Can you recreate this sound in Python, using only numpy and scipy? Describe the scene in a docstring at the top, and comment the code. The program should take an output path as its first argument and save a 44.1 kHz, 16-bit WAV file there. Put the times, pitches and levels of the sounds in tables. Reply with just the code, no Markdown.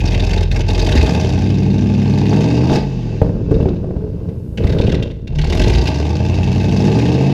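"""A V8 truck engine with open twin pipes, revved on a driveway and heard from a few metres behind.
Each firing pushes a puff of gas down a pipe: together the puffs drone, bark and hiss at the pipe tips.
The engine idles unevenly and revs up, its strongest cylinder knocking. Then the ignition is cut and
fuel burns in the pipes with bangs, a roar, a howl and spits. The engine catches again and climbs.
Loose metal ticks under load, and the ground, truck and house send back short echoes."""
import sys
import numpy as np
from scipy import signal
from scipy.fft import rfft, irfft, next_fast_len
from scipy.io import wavfile
from scipy.ndimage import uniform_filter1d

SR = 44100
rng = np.random.default_rng(int(sys.argv[2]) if len(sys.argv) > 2 else 0)


def generate_wav(signal):
    """Clip the signal to [-1, 1] and save it as 16-bit WAV at the path in sys.argv[1]."""
    frames = np.transpose(np.atleast_2d(signal))
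    scaled = np.clip(frames, -1, 1) * 32767
    pcm = np.round(scaled).astype(np.int16)
    wavfile.write(sys.argv[1], SR, pcm)


N = 323253
TIME = np.arange(N) / SR
CYLINDERS = 8
THROTTLE_SHUT_S, IGNITION_CUT_S, CATCH_S = 2.795, 3.19, 5.38
IDLE_RATE, SPUTTER_RATE, SMOOTH_RATE = 45, 64, 95  # engine speeds, in firings per second

# Levels in the tables are relative: the functions add their own gains.
# a faint high hiss that swells while the flames burn: t/s, level/dB
HIGH_HISS = [(3.3, -61.5), (4.1, -57.5), (4.75, -46), (4.95, -66)]
# echoes from ground, truck and house: delay/s, level/dB
ECHOES = [(.0013, -18.5), (.0047, -43), (0.013, -13.5), (0.029, -12), (0.046, -11.5), (0.077, -13.5)]
# loose metal ticking on the exhaust: t/s, level/dB, f/Hz
TICKS = [(2.308, -25, 4550), (2.368, -30, 4640), (2.507, -32, 4650), (2.546, -34, 4650), (2.589, -31, 4700),
         (2.674, -31, 4600), (2.697, -30, 4650), (2.735, -27, 4670), (2.808, -32, 4790), (6.334, -24, 2677),
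         (6.431, -25, 2604), (6.986, -25, 2536), (7.001, -23.5, 2460), (7.028, -26, 2770)]
# the flame howling in the mouth of the pipe: t/s, f/Hz, level/dB
HOWL = [(3.25, 450, -40), (3.495, 450, -36), (3.515, 435, -18.5), (3.61, 450, -23.5), (3.699, 350, -20.5),
        (3.848, 360, -32.5), (4.032, 420, -28), (4.3, 460, -51), (4.532, 460, -63), (4.63, 490, -22),
        (4.731, 430, -44), (4.811, 485, -27), (5, 460, -41), (5.2, 450, -46)]
# how strongly the fuel burns in the pipes: t/s, level/dB
FLAME = [(3.25, -26), (3.495, -27), (3.512, -21), (3.67, -24.5), (3.75, -28), (3.85, -32), (4.3, -33),
         (4.36, -36), (4.568, -37.5), (4.59, -24), (4.64, -23), (4.88, -21), (5.061, -27.5), (5.161, -40),
         (5.38, -36)]
# tone colour of the flame's deep rumble: f/Hz, level/dB
RUMBLE_COLOUR = [(13, -34), (22, 0), (43, 2.5), (80, 5.5), (113, 5), (182, 1.5), (230, -4), (300, -50),
                 (510, -120)]
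# tone colour of the flame's roar: f/Hz, level/dB
ROAR_COLOUR = [(120, -22.5), (210, 2), (249, -7), (285, 4), (318, -2), (436, -1), (540, -7.5), (650, -12.5),
               (745, -29), (832, -20.5), (1280, -34.5), (1600, -32), (2080, -83), (3520, -120)]
# bangs in the pipes, and sharp knocks of the strongest cylinder firing under load: t/s, level/dB, f/Hz
BANGS_AND_KNOCKS = [(0.952, -10, 420), (1.083, -10, 440), (2.329, -10, 680), (2.366, -26, 820),
                    (2.439, -20, 850), (2.508, -23, 900), (2.572, -23, 900), (2.636, -18, 900),
                    (2.697, -12.5, 900), (2.717, -1, 175), (2.753, -3.5, 186), (3.216, 6, 109),
                    (3.511, 1, 110.5), (3.563, -6, 129.6), (3.601, -6, 122), (3.626, -3, 160),
                    (3.656, -1, 149), (3.685, -14, 388), (3.842, -10, 165), (3.908, -13, 109.5),
                    (3.963, -11.5, 120), (4.016, -18, 138), (4.202, -19, 141), (4.285, -16, 120),
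                    (4.643, -0.5, 70.4), (4.764, -10, 175), (4.797, -0.5, 128), (4.88, -3, 113),
                    (4.936, -3, 94), (5.439, -15, 700), (5.524, -11.5, 636), (5.612, -11, 118),
                    (5.671, -2.5, 139)]
# ringing notes of the pipe tips before they heat up: f/Hz, width/Hz, level/dB
TIP_NOTES = [(860, 110, 1.5), (1590, 16, -3.5), (1790, 61, 4), (2170, 91, -1), (2525, 58, 8),
             (2700, 66, 2.5), (3750, 110, -7), (4660, 190, -8)]
# hot gas raises those notes: t/s, pitch ratio
TIP_TUNING = [(2.2, 1), (2.8, 1.04), (5.2, 1.1), (5.65, 1.085), (6.3, 1.035)]
# tone colour of gas hissing from the tips: f/Hz, level/dB
TIP_COLOUR = [(760, -56.5), (1300, -14.5), (1580, 0), (1700, -3), (2290, -4), (2590, 1), (3060, -5),
              (3680, -2.5), (4250, -5), (4660, -3), (4960, -4.5), (6420, -8.5), (8830, -24.5),
              (11400, -25.5), (15200, -46)]
# spits of unburnt fuel, at idle, in the flames and as the engine catches: t/s, level/dB, f/Hz
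FUEL_SPITS = [(0.0024, -18, 3180), (0.0533, -19, 5650), (0.0742, -17, 4660), (0.1171, -18.5, 3380),
              (0.1421, -14, 3140), (0.1955, -15, 3700), (0.2354, -17, 4650), (0.2648, -21.5, 5170),
              (0.3057, -18, 6210), (0.3311, -15.5, 4504), (0.3744, -16.5, 3750), (0.4264, -21, 5330),
              (0.5122, -15.5, 3700), (0.5591, -16.5, 5460), (0.6045, -18, 6160), (0.6804, -20, 5255),
              (0.6978, -16, 3653), (0.7457, -16, 4660), (0.7916, -14, 6330), (0.8144, -16, 4735),
              (0.8629, -15, 4606), (0.8864, -15, 3370), (0.9188, -12.5, 3750), (0.9592, -14, 3770),
              (0.9744, -12.5, 4740), (1.0091, -14, 3720), (1.062, -16.5, 3387), (2.7524, -21, 4050),
              (3.5418, -29.5, 3800), (3.6027, -30.5, 2950), (3.6252, -37, 5130), (3.6554, -39, 3690),
              (3.684, -31, 3900), (3.7564, -41, 3730), (4.2882, -41, 3140), (4.5734, -19, 2930),
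              (4.6364, -25, 3700), (4.6683, -21, 3460), (4.6934, -22.5, 3730), (4.7224, -22.5, 3750),
              (4.7845, -19.5, 3700), (4.811, -18.5, 3640), (4.8374, -25.5, 4130), (4.8673, -20, 3120),
              (4.8918, -21, 3640), (4.9177, -17.5, 3340), (4.9437, -19.5, 3750), (5.0244, -18.5, 3410),
              (5.1088, -34, 3370), (5.2714, -27, 3750), (5.3492, -32, 3540), (5.3857, -18, 3240),
              (5.4126, -20, 4135), (5.4415, -22, 3910), (5.4984, -20, 3570), (5.5263, -17, 3700),
              (5.5702, -22, 4840), (5.5942, -13.5, 4650), (5.6146, -16, 3210), (5.6366, -16, 4080),
              (5.6714, -18.5, 3584), (5.695, -17.5, 3260), (5.7294, -18, 4800), (5.7473, -17, 3833),
              (5.7778, -17.5, 4775), (5.8107, -19, 4700), (5.8551, -17.5, 4200), (5.8726, -12.5, 4800)]
# hollow notes of the tips, heard as a dull chuff under each spit: f/Hz, width/Hz, level/dB
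CHUFF_NOTES = [(700, 160, -4), (860, 170, 1), (1536, 97, 3), (1850, 180, -2.5)]
# how hard each cylinder spits, in firing order: level/dB
CYLINDER_SPIT_DB = [0.5, -11, 6, 4.5, -10.5, 2.5, 6, -4.5]
# borders of the bands of hiss that make up the rasp: f/Hz
RASP_EDGES = [600, 1400, 2200, 3100, 4200, 5500, 7500, 20000]
# engine speed up to the ignition cut: t/s, rate/(firings per s)
FIRST_SPEED = [(0, 43.2), (.8, 43.2), (.94, 48.6), (1.05, 60), (1.17, 80), (1.3, 91), (1.48, 98.5),
               (1.7, 101.4), (2.24, 101), (2.32, 104), (2.52, 121), (2.66, 130.5), (2.8, 147.5),
               (3.19, 101)]
# engine speed after it catches again: t/s, rate/(firings per s)
SECOND_SPEED = [(5.38, 33.3), (5.49, 37), (5.67, 49.5), (5.9, 68.4), (6.23, 85), (6.4, 91), (6.82, 102),
                (7.2, 135), (7.33, 141.6)]
# load (how hard the engine works) up to the ignition cut: t/s, level/dB
FIRST_LOAD = [(0, -29.5), (.68, -28), (.94, -24.5), (1.06, -25.5), (1.55, -35.5), (1.9, -35.5),
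              (2.42, -30.5), (2.66, -34.5), (2.76, -25), (2.79, -35.5), (2.85, -39), (3.19, -40.5)]
# load after it catches again: t/s, level/dB
SECOND_LOAD = [(5.38, -33), (5.5, -26.5), (5.6, -23.5), (5.8, -28.5), (6.15, -33), (6.5, -32.5),
               (6.92, -29.5), (7.33, -33)]
# stumbles of the idle: t/s, length/s
STUMBLES = [(0.458, 0.045), (0.633, 0.02)]
# the engine's tones under load, at 1/8, 2/8, 3/8 ... of the firing rate: level/dB
TONE_DB = [-52, -33, -33, -23, -7, -18, -11, 0, -21, -22, 0, -12, -11, -11, -7, -5, -19, -26, -7, -24, -27,
           -20, -21, -19, -25, -25, -20, -26, -27, -22, -27, -18, -25, -25, -22, -29]
# tones that change at idle: multiple of the firing rate, change/dB
IDLE_TONES = [(.625, -9), (.875, -8), (1, 2), (1.375, -7), (1.5, -3), (1.75, -8), (1.875, -10), (2, 4),
              (2.375, 5), (3, 5), (3.25, 6), (4, -6)]
# tones of air pumped with the throttle shut: multiple of the firing rate, level/dB
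COAST_TONES = [(.375, -7), (.625, -14), (1.375, -7), (1.625, -15), (2, -15)]
# how well the mufflers let the tones through: f/Hz, level/dB
MUFFLER = [(25, -15), (42, 5.5), (140, -0.5), (184, 0), (203, 3), (224, -5.5), (241, 0.5), (262, -7.5),
           (288, 7.5), (320, 0), (350, 2), (404, 1), (462, 5), (600, -8)]
# the drone's three ranges (boom, body, overtones), split where they meet: low f/Hz, high f/Hz
RANGES = [(30, 72), (72, 160), (160, 300)]
# the drone at each speed: rate/(firings per s), boom/dB, body/dB, overtones/dB
DRONE_BY_SPEED = [(34, -13.5, -33, -16), (40.3, -15.5, -17, -28.5), (53, -9, -15.5, -26.5),
                  (59.8, -10, -17.5, -33), (74.4, -48, -15.5, -27), (90.7, -20.5, -14, -23),
                  (105.6, -31, -14.5, -12.5), (120, -35, -14, -16), (136, -43, -12.5, -16.5)]
# the drone with the throttle shut: boom/dB, body/dB, overtones/dB
DRONE_COAST_DB = [-25, -22.5, -24]
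# the share of each range that goes to the clean tones: boom/dB, body/dB, overtones/dB
CLEAN_SHARE_DB = [-2, -0.74, -0.5]
# strength of each cylinder, in firing order: level/dB
CYLINDER_DB = [0, -5, 2.5, -3, -4, -6, 4, -2.5]
# the pipe each cylinder breathes through, in firing order: 1 = longer, 0 = shorter
LONG_PIPE = [1, 0, 0, 1, 0, 1, 1, 0]
# tone colour of the exhaust pipes: f/Hz, level/dB
PIPE_COLOUR = [(22, -10.5), (50, -9.5), (100, 1), (200, 6.5), (340, 5), (460, 3.5), (540, -6.5), (630, -2),
               (730, -8.5), (860, -3), (1000, -15.5), (1200, -17), (1380, -37.5), (2500, -46.5)]


def from_db(db):
    """Turn decibels into a gain."""
    return 10 ** (np.asarray(db) / 20)


def rms_one(x):
    """Scale a sound to an average (rms) level of one."""
    return x / np.sqrt(np.mean(x ** 2) + 1e-20)


def running_rms(x, size=5000):
    """The level over about a tenth of a second."""
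    return np.sqrt(np.abs(uniform_filter1d(uniform_filter1d(x ** 2, size), size // 2)) + 1e-14)


def in_time(rows):
    """Join a table's points into one curve over time for each column."""
    s, *columns = np.transpose(rows)
    return [np.interp(TIME, s, column) for column in columns]


def during(start, end, fade=0.0066):
    """One between two times, fading to zero outside them."""
    return np.clip(1 + np.minimum(TIME - start, end - TIME) / fade, 0, 1)


def drift(per_s):
    """A random wobble, about one in size."""
    points = rng.standard_normal(4000)
    return rms_one(np.interp(TIME * per_s, np.arange(len(points)), points))


def band(x, low_hz, high_hz):
    """Keep what lies between two frequencies."""
    return signal.sosfilt(signal.butter(2, [low_hz, high_hz], "band", fs=SR, output="sos"), x)


def lows(x, hz, order):
    """Keep what lies below a frequency, without delaying it."""
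    return signal.sosfiltfilt(signal.butter(order, hz, fs=SR, output="sos"), x)


def coloured(x, colour):
    """Give a sound a tone colour from a table."""
    size = 2 * next_fast_len(N // 2 + SR // 4)
    hz, db = np.transpose(colour)
    freq = np.maximum(np.fft.rfftfreq(size, 1 / SR), 1)
    gain = from_db(np.interp(np.log(freq), np.log(hz), db))
    # fold the filter so that it rings only after a sound, never before (minimum phase)
    cepstrum = irfft(np.log(gain))
    cepstrum[1:size // 2] *= 2
    cepstrum[size // 2 + 1:] = 0
    return irfft(rfft(x, size) * np.exp(rfft(cepstrum)))[:N]


def resonance(x, hz, width_hz):
    """Ring at one note; the narrower it is, the longer it rings."""
    r = np.exp(-np.pi * width_hz / SR)
    feedback = [1, -2 * r * np.cos(2 * np.pi * hz / SR), r * r]
    return signal.lfilter(np.array([1, 0, -1]) * (1 - r * r) / 2, feedback, x + 1e-18)


def add(out, s, sound):
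    """Mix a sound in, starting at s seconds."""
    start = max(int(s * SR), 0)
    out[start:start + len(sound)] += sound[:max(N - start, 0)]


def background_hiss(steady_db=-76):
    """A very faint steady hiss, and a higher one that swells and fades."""
    steady = from_db(steady_db) * rms_one(band(rng.standard_normal(N), 300, 14000))
    high = from_db(in_time(HIGH_HISS)[0] - 14) * rms_one(band(rng.standard_normal(N), 6000, 14000))
    return steady + high


def driveway(x, tail_db=-15, tail_s=0.76):
    """Nearby surfaces add dull echoes, and trees scatter a faint tail."""
    out, dulled = x.copy(), band(x, 27, 4200)
    for delay, db in ECHOES:
        add(out, delay, from_db(db) * dulled)
    age = TIME[:SR // 2]
    tail = rng.standard_normal(len(age)) * from_db(-60 * age / tail_s) * (age > .012)
    return out + from_db(tail_db) * signal.fftconvolve(x, tail / np.linalg.norm(tail))[:N]


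def metal_ticks(ring_s=0.0066):
    """Loose metal rings briefly on a pair of close notes."""
    out, age = np.zeros(N), TIME[:SR // 15]
    for s, db, hz in TICKS:
        notes = sum(np.sin(2 * np.pi * hz * detune * age) for detune in rng.uniform(.985, 1.015, 2)) / 2
        add(out, s, from_db(db) * notes * np.exp(-age / ring_s))
    return out


def pipe_echo(x, reflection, trips_per_s=57.6):
    """Sound runs up and down the exhaust, losing most of its strength on each trip."""
    out, lag = x.copy(), int(SR / trips_per_s)
    for i in range(lag, N, lag):
        out[i:i + lag] += reflection * out[i - lag:i][:N - i]
    return out


def flame_howl(flutter_per_s=42, gain_db=-1.5):
    """The flame feeds a hollow, fluttering note whose pitch moves with the heat of the gas."""
    hz, db = in_time(HOWL)
    phase = 2 * np.pi * np.cumsum(hz) / SR
    tone = drift(flutter_per_s) * np.cos(phase) + drift(flutter_per_s) * np.sin(phase)
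    return from_db(db + gain_db) * tone * during(HOWL[0][0], HOWL[-1][0])


def flame_roar(flame_db, pops_per_s=160, pop_spread_db=3):
    """Fuel burns raggedly: many small pops over a smooth rush sound the pipe's own notes."""
    out = np.zeros(N)
    rumble_db = -19.5 + 0.6 * (flame_db - np.mean(FLAME, axis=0)[1])  # swings less than the roar
    for db, colour in ((rumble_db, RUMBLE_COLOUR), (flame_db + 2.5, ROAR_COLOUR)):
        popping = rng.random(N) < pops_per_s / SR
        pops = popping * from_db(pop_spread_db * np.clip(rng.standard_normal(N), -2, 2))
        gas = rms_one(pops - pops.mean()) + 0.73 * rng.standard_normal(N)
        burn = coloured(pipe_echo(gas, reflection=0.22), colour)
        out += from_db(db) * burn / running_rms(burn)
    return out * during(FLAME[0][0] - .02, FLAME[-1][0])


def bangs_and_knocks(crest_cycles=0.64, width_cycles=0.31, steepness=2.57, crack_db=-42, gain_db=-0.5):
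    """Pipe bangs and cylinder knocks: a push, a deep suck and a rebound, with torn gas and a crack."""
    out, age = np.zeros(N), TIME[:SR // 10]
    for s, db, hz in BANGS_AND_KNOCKS:
        swell = np.exp(-((hz * age - crest_cycles) / width_cycles) ** 2)
        swing = np.tanh(steepness * np.sin(2 * np.pi * hz * age))
        torn = rms_one(band(rng.standard_normal(len(age)), 267, 485)) * np.exp(-age / 0.008)
        crack = from_db(crack_db + db) * band(rng.standard_normal(len(age)), 700, 15000) * swell ** 4
        add(out, s, from_db(db + gain_db) * (swell * swing + 0.37 * torn + crack))
    return out


def pipe_tips(x, ring_share=0.6, wander=.008, ground_echo_s=.001905, ground_echo_db=-17.5):
    """The pipe ends colour the gas noise and ring higher when hot; the ground adds a short echo."""
    # ringing on a faster clock raises all the notes together
    clock = np.cumsum(in_time(TIP_TUNING)[0] * (1 + wander * drift(20)))
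    steps = np.arange(int(clock[-1]))
    stretched = np.interp(steps, clock, x)
    ringing = sum(from_db(db) * resonance(stretched, hz, width) for hz, width, db in TIP_NOTES)
    sound = coloured(x + ring_share * np.interp(clock, steps, ringing), TIP_COLOUR)
    return sound + from_db(ground_echo_db) * np.roll(sound, int(ground_echo_s * SR))


def spits(rows, attack_s, hold_s, release_s, chuff_db, gain_db, ragged_db=2.5, chuff_spread_db=4.5):
    """Hard puffs of torn gas, each hissing around its own pitch, with a dull chuff beneath."""
    out, chuffs, age = np.zeros(N), np.zeros(N), TIME[:SR // 20]
    envelope = np.minimum(age / attack_s, 1) * np.exp(-np.maximum(age - attack_s - hold_s, 0) / release_s)
    gas = np.pad(pipe_tips(rng.standard_normal(N)), (0, len(age)), "wrap")
    for s, db, hz in rows:
        shreds = np.interp(np.linspace(0, 39, len(age)), np.arange(40), rng.uniform(-1, 1, 40))
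        flow = envelope * from_db(ragged_db * shreds)
        hiss = flow * gas[int(s * SR):][:len(age)]
        whistle = sum(resonance(hiss, note, width_hz=450) for note in (hz, hz * rng.uniform(0.38, 0.95)))
        strength = from_db(db + gain_db) * np.sqrt(np.mean(envelope ** 2))
        add(out, s, strength * rms_one(hiss + 2.9 * whistle))
        add(chuffs, s, strength * rms_one(flow * rng.standard_normal(len(age))))
    for hz, width, db in CHUFF_NOTES:
        chance_db = chuff_spread_db * np.tanh(drift(40))  # each chuff favours other notes
        out += from_db(chuff_db + db + chance_db) * resonance(chuffs, hz, width)
    return out


def idle_share(rate):
    """One at idle, where burns are slow and uneven; zero once the engine runs smoothly."""
    return np.clip((SMOOTH_RATE - rate) / (SMOOTH_RATE - IDLE_RATE), 0, 1)


def coasting():
    """One while the throttle is shut and the engine only pumps air."""
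    return during(THROTTLE_SHUT_S, CATCH_S - .3, fade=.04)


def firing_count(rate, at_start=.4, at_catch=5.85):
    """Count up by one for each firing, starting afresh when the engine catches."""
    count = np.cumsum(rate) / SR
    restarted = count - count[int(CATCH_S * SR)] + at_catch
    return np.where(TIME < (IGNITION_CUT_S + CATCH_S) / 2, count + at_start, restarted)


def cylinder_at(count):
    """Which cylinder the nearest firing belongs to."""
    return np.round(count).astype(int) % CYLINDERS


def firing_clicks(count, strength_db, scatter_db):
    """One click per firing, as strong as its cylinder, give or take a random scatter."""
    at = np.flatnonzero(np.diff(np.floor(count)) > 0)
    chance_db = scatter_db * np.clip(rng.standard_normal(2000)[:len(at)], -1.5, 1.5)
    clicks = np.zeros(N)
    clicks[at] = from_db(np.array(strength_db)[cylinder_at(count[at])] + chance_db)
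    return clicks


def puffs(clicks, decay_s):
    """Each click opens a flow of gas that swells and dies away."""
    r = np.exp(-1 / (decay_s * SR))
    flow = signal.lfilter([1], [1, -2 * r, r * r], clicks + 1e-18)
    return flow / running_rms(flow)


def cylinder_spits(count, rate, load_db, centre_hz=3700, spread_octaves=0.79):
    """Once the engine pulls, each firing spits at a random pitch, the same cylinders always hardest."""
    pulling = (rate > SPUTTER_RATE) & ((TIME < THROTTLE_SHUT_S) | (TIME > CATCH_S))
    at = np.flatnonzero((np.diff(np.floor(count)) > 0) & pulling[1:])
    db = load_db[at] + np.array(CYLINDER_SPIT_DB)[cylinder_at(count[at])]
    hz = centre_hz * 2 ** (spread_octaves * rng.uniform(-0.83, 1, len(at)))
    rows = zip(TIME[at], db, hz)
    return spits(rows, attack_s=0.00088, hold_s=0.004, release_s=0.0047, chuff_db=-0.5, gain_db=-7.5)


def exhaust_rasp(count, level_db, steady=0.56, scatter_db=6, brightening=0.65, gain_db=-5.5):
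    """Every puff tears into hiss at the tips, each cylinder with its own mix of low and high."""
    calm = 0.71 * coasting()  # a shut throttle evens out the hiss
    shared_wobble, out = drift(60), np.zeros(N)
    for low_hz, high_hz in zip(RASP_EDGES, RASP_EDGES[1:]):
        strength_db = .5 * np.array(CYLINDER_SPIT_DB) + 2 * np.tanh(rng.standard_normal(CYLINDERS))
        clicks = firing_clicks(count, strength_db, scatter_db=0)
        wobble_db = scatter_db * (1 - calm) * np.tanh(shared_wobble + drift(90))
        flow = uniform_filter1d(puffs(clicks * from_db(wobble_db), decay_s=0.0027), size=120)
        hiss = (steady + calm + (1 - calm) * flow) * band(rng.standard_normal(N), low_hz, high_hz)
        if high_hz == RASP_EDGES[-1]:  # faster gas is brighter
            hiss *= from_db(brightening * (level_db - np.median(level_db)))
        out += hiss
    return from_db(level_db + gain_db) * rms_one(pipe_tips(out))


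def pumped_air(count, waver_db=2.86):
    """With the throttle shut the engine only pumps air: a few tones and a soft rush."""
    phase = 2 * np.pi * count
    tones = sum(from_db(db + waver_db * drift(45)) * np.cos(times * phase) for times, db in COAST_TONES)
    rush = 0.11 * rms_one(band(rng.standard_normal(N), 200, 480))
    return tones - np.cos(phase) + rush


def firing_tones(count, rate, waver_db=2.5, idle_waver_db=1.5, rise_db_per_octave=9.5):
    """Unequal cylinders repeat every eight firings, making tones in eighths of the firing rate."""
    idling, out = idle_share(rate), np.zeros(N)
    cylinder_phases = np.angle(np.fft.fft(from_db(CYLINDER_DB)))
    for k, db in enumerate(TONE_DB, 1):
        multiple = k / CYLINDERS
        phase = cylinder_phases[k % CYLINDERS] + .9 * rng.standard_normal()
        idle_db = dict(IDLE_TONES).get(multiple, 0) - 2.5 * (k % CYLINDERS > 0)
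        level_db = db + idling * idle_db + (waver_db + idle_waver_db * idling) * drift(10)
        if multiple == 1:  # the tone at the firing rate takes over at high speed
            level_db += rise_db_per_octave * np.maximum(np.log2(rate / SMOOTH_RATE), 0)
        out += from_db(level_db) * np.cos(2 * np.pi * multiple * count + phase)
    return out


def engine_drone(count, rate):
    """The low tones pass the mufflers; boom, body and overtones follow the speed and the throttle."""
    shut = during(THROTTLE_SHUT_S, FLAME[0][0])
    tones = coloured((1 - shut) * firing_tones(count, rate) + shut * pumped_air(count), MUFFLER)
    boom = lows(tones, RANGES[0][1], order=4)
    body = lows(tones - boom, RANGES[1][1], order=4)
    speeds, *pulling_db = np.transpose(DRONE_BY_SPEED)
    coast, out = coasting(), np.zeros(N)
    for i, part in enumerate((boom, body, tones - boom - body)):
        db = (1 - coast) * np.interp(rate, speeds, pulling_db[i]) + coast * DRONE_COAST_DB[i]
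        out += from_db(db + CLEAN_SHARE_DB[i]) * part / running_rms(part)
    return out


def engine_bark(count, rate, load_db, pipe_lag_s=.0013, swirl=1.45, db_per_octave=8.5, gain_db=-3):
    """Each firing sends a pulse and swirling gas down a pipe, louder with load and speed."""
    late = np.array(LONG_PIPE)[cylinder_at(count)] * pipe_lag_s * rate
    clicks, idling = firing_clicks(count - late, CYLINDER_DB, scatter_db=1.5), idle_share(rate)
    # at idle, slow valves give soft pulses and puffs that run together
    pulses = from_db(-10.5 * idling) * clicks / running_rms(clicks)
    flow = (1 - idling) * puffs(clicks, decay_s=0.0024) + idling * puffs(np.sqrt(clicks), decay_s=0.0063)
    eddies = flow * rng.standard_normal(N)
    eddies -= 0.29 * (1 - idling) * lows(eddies, 500, order=2)  # large swirls fade at speed
    gas = band(swirl * eddies - pulses, 40, 4100)
    sound = coloured(pipe_echo(gas, reflection=0.13), PIPE_COLOUR)
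    level_db = load_db + db_per_octave * np.log2(rate / IDLE_RATE) - 4 * coasting()
    # the mufflers store pressure, so the bark swells over a few firings
    pressure = uniform_filter1d(from_db(level_db), size=1200)
    return pressure * from_db(gain_db + 7 * idling) * sound / running_rms(band(sound, 244, 1200))


def scene(stumble_db=-19.5, flame_hiss_db=-21):
    """Speed and load play the engine; between the ignition cut and the catch the flame takes over."""
    rate = in_time(list(FIRST_SPEED) + list(SECOND_SPEED))[0]
    count, flame_db = firing_count(rate), in_time(FLAME)[0]
    running = during(0, IGNITION_CUT_S, fade=0.15) + during(CATCH_S, TIME[-1], fade=0.11)
    stumbling = sum(during(s, s + length_s, fade=0.021) for s, length_s in STUMBLES)
    load_db = in_time(list(FIRST_LOAD) + list(SECOND_LOAD))[0] + stumble_db * stumbling
    rasp_db = running * (load_db - 1.5 * idle_share(rate)) + (1 - running) * (flame_db + flame_hiss_db)
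    exhaust = spits(FUEL_SPITS, attack_s=0.0018, hold_s=0.0078, release_s=0.0044, chuff_db=1, gain_db=-9.5)
    exhaust += cylinder_spits(count, rate, load_db)
    exhaust += running * engine_bark(count, rate, load_db) + exhaust_rasp(count, rasp_db)
    exhaust += bangs_and_knocks() + metal_ticks()
    mix = background_hiss() + driveway(exhaust) + running * engine_drone(count, rate)
    return (mix + flame_roar(flame_db) + flame_howl())[None]


def record(dry, cutoff_hz=15450, fade_s=.004):
    """Flatten the loudest swings, fade out the very end and cut the highest treble."""
    limited = .97 * dry / (1 + np.abs(dry) ** 8) ** (1 / 8)
    faded = limited * np.clip((TIME[-1] - TIME) / fade_s, 0, 1)
    return signal.sosfilt(signal.ellip(10, .2, 80, cutoff_hz, fs=SR, output="sos"), faded)


dry = scene()
out = record(dry)
generate_wav(out)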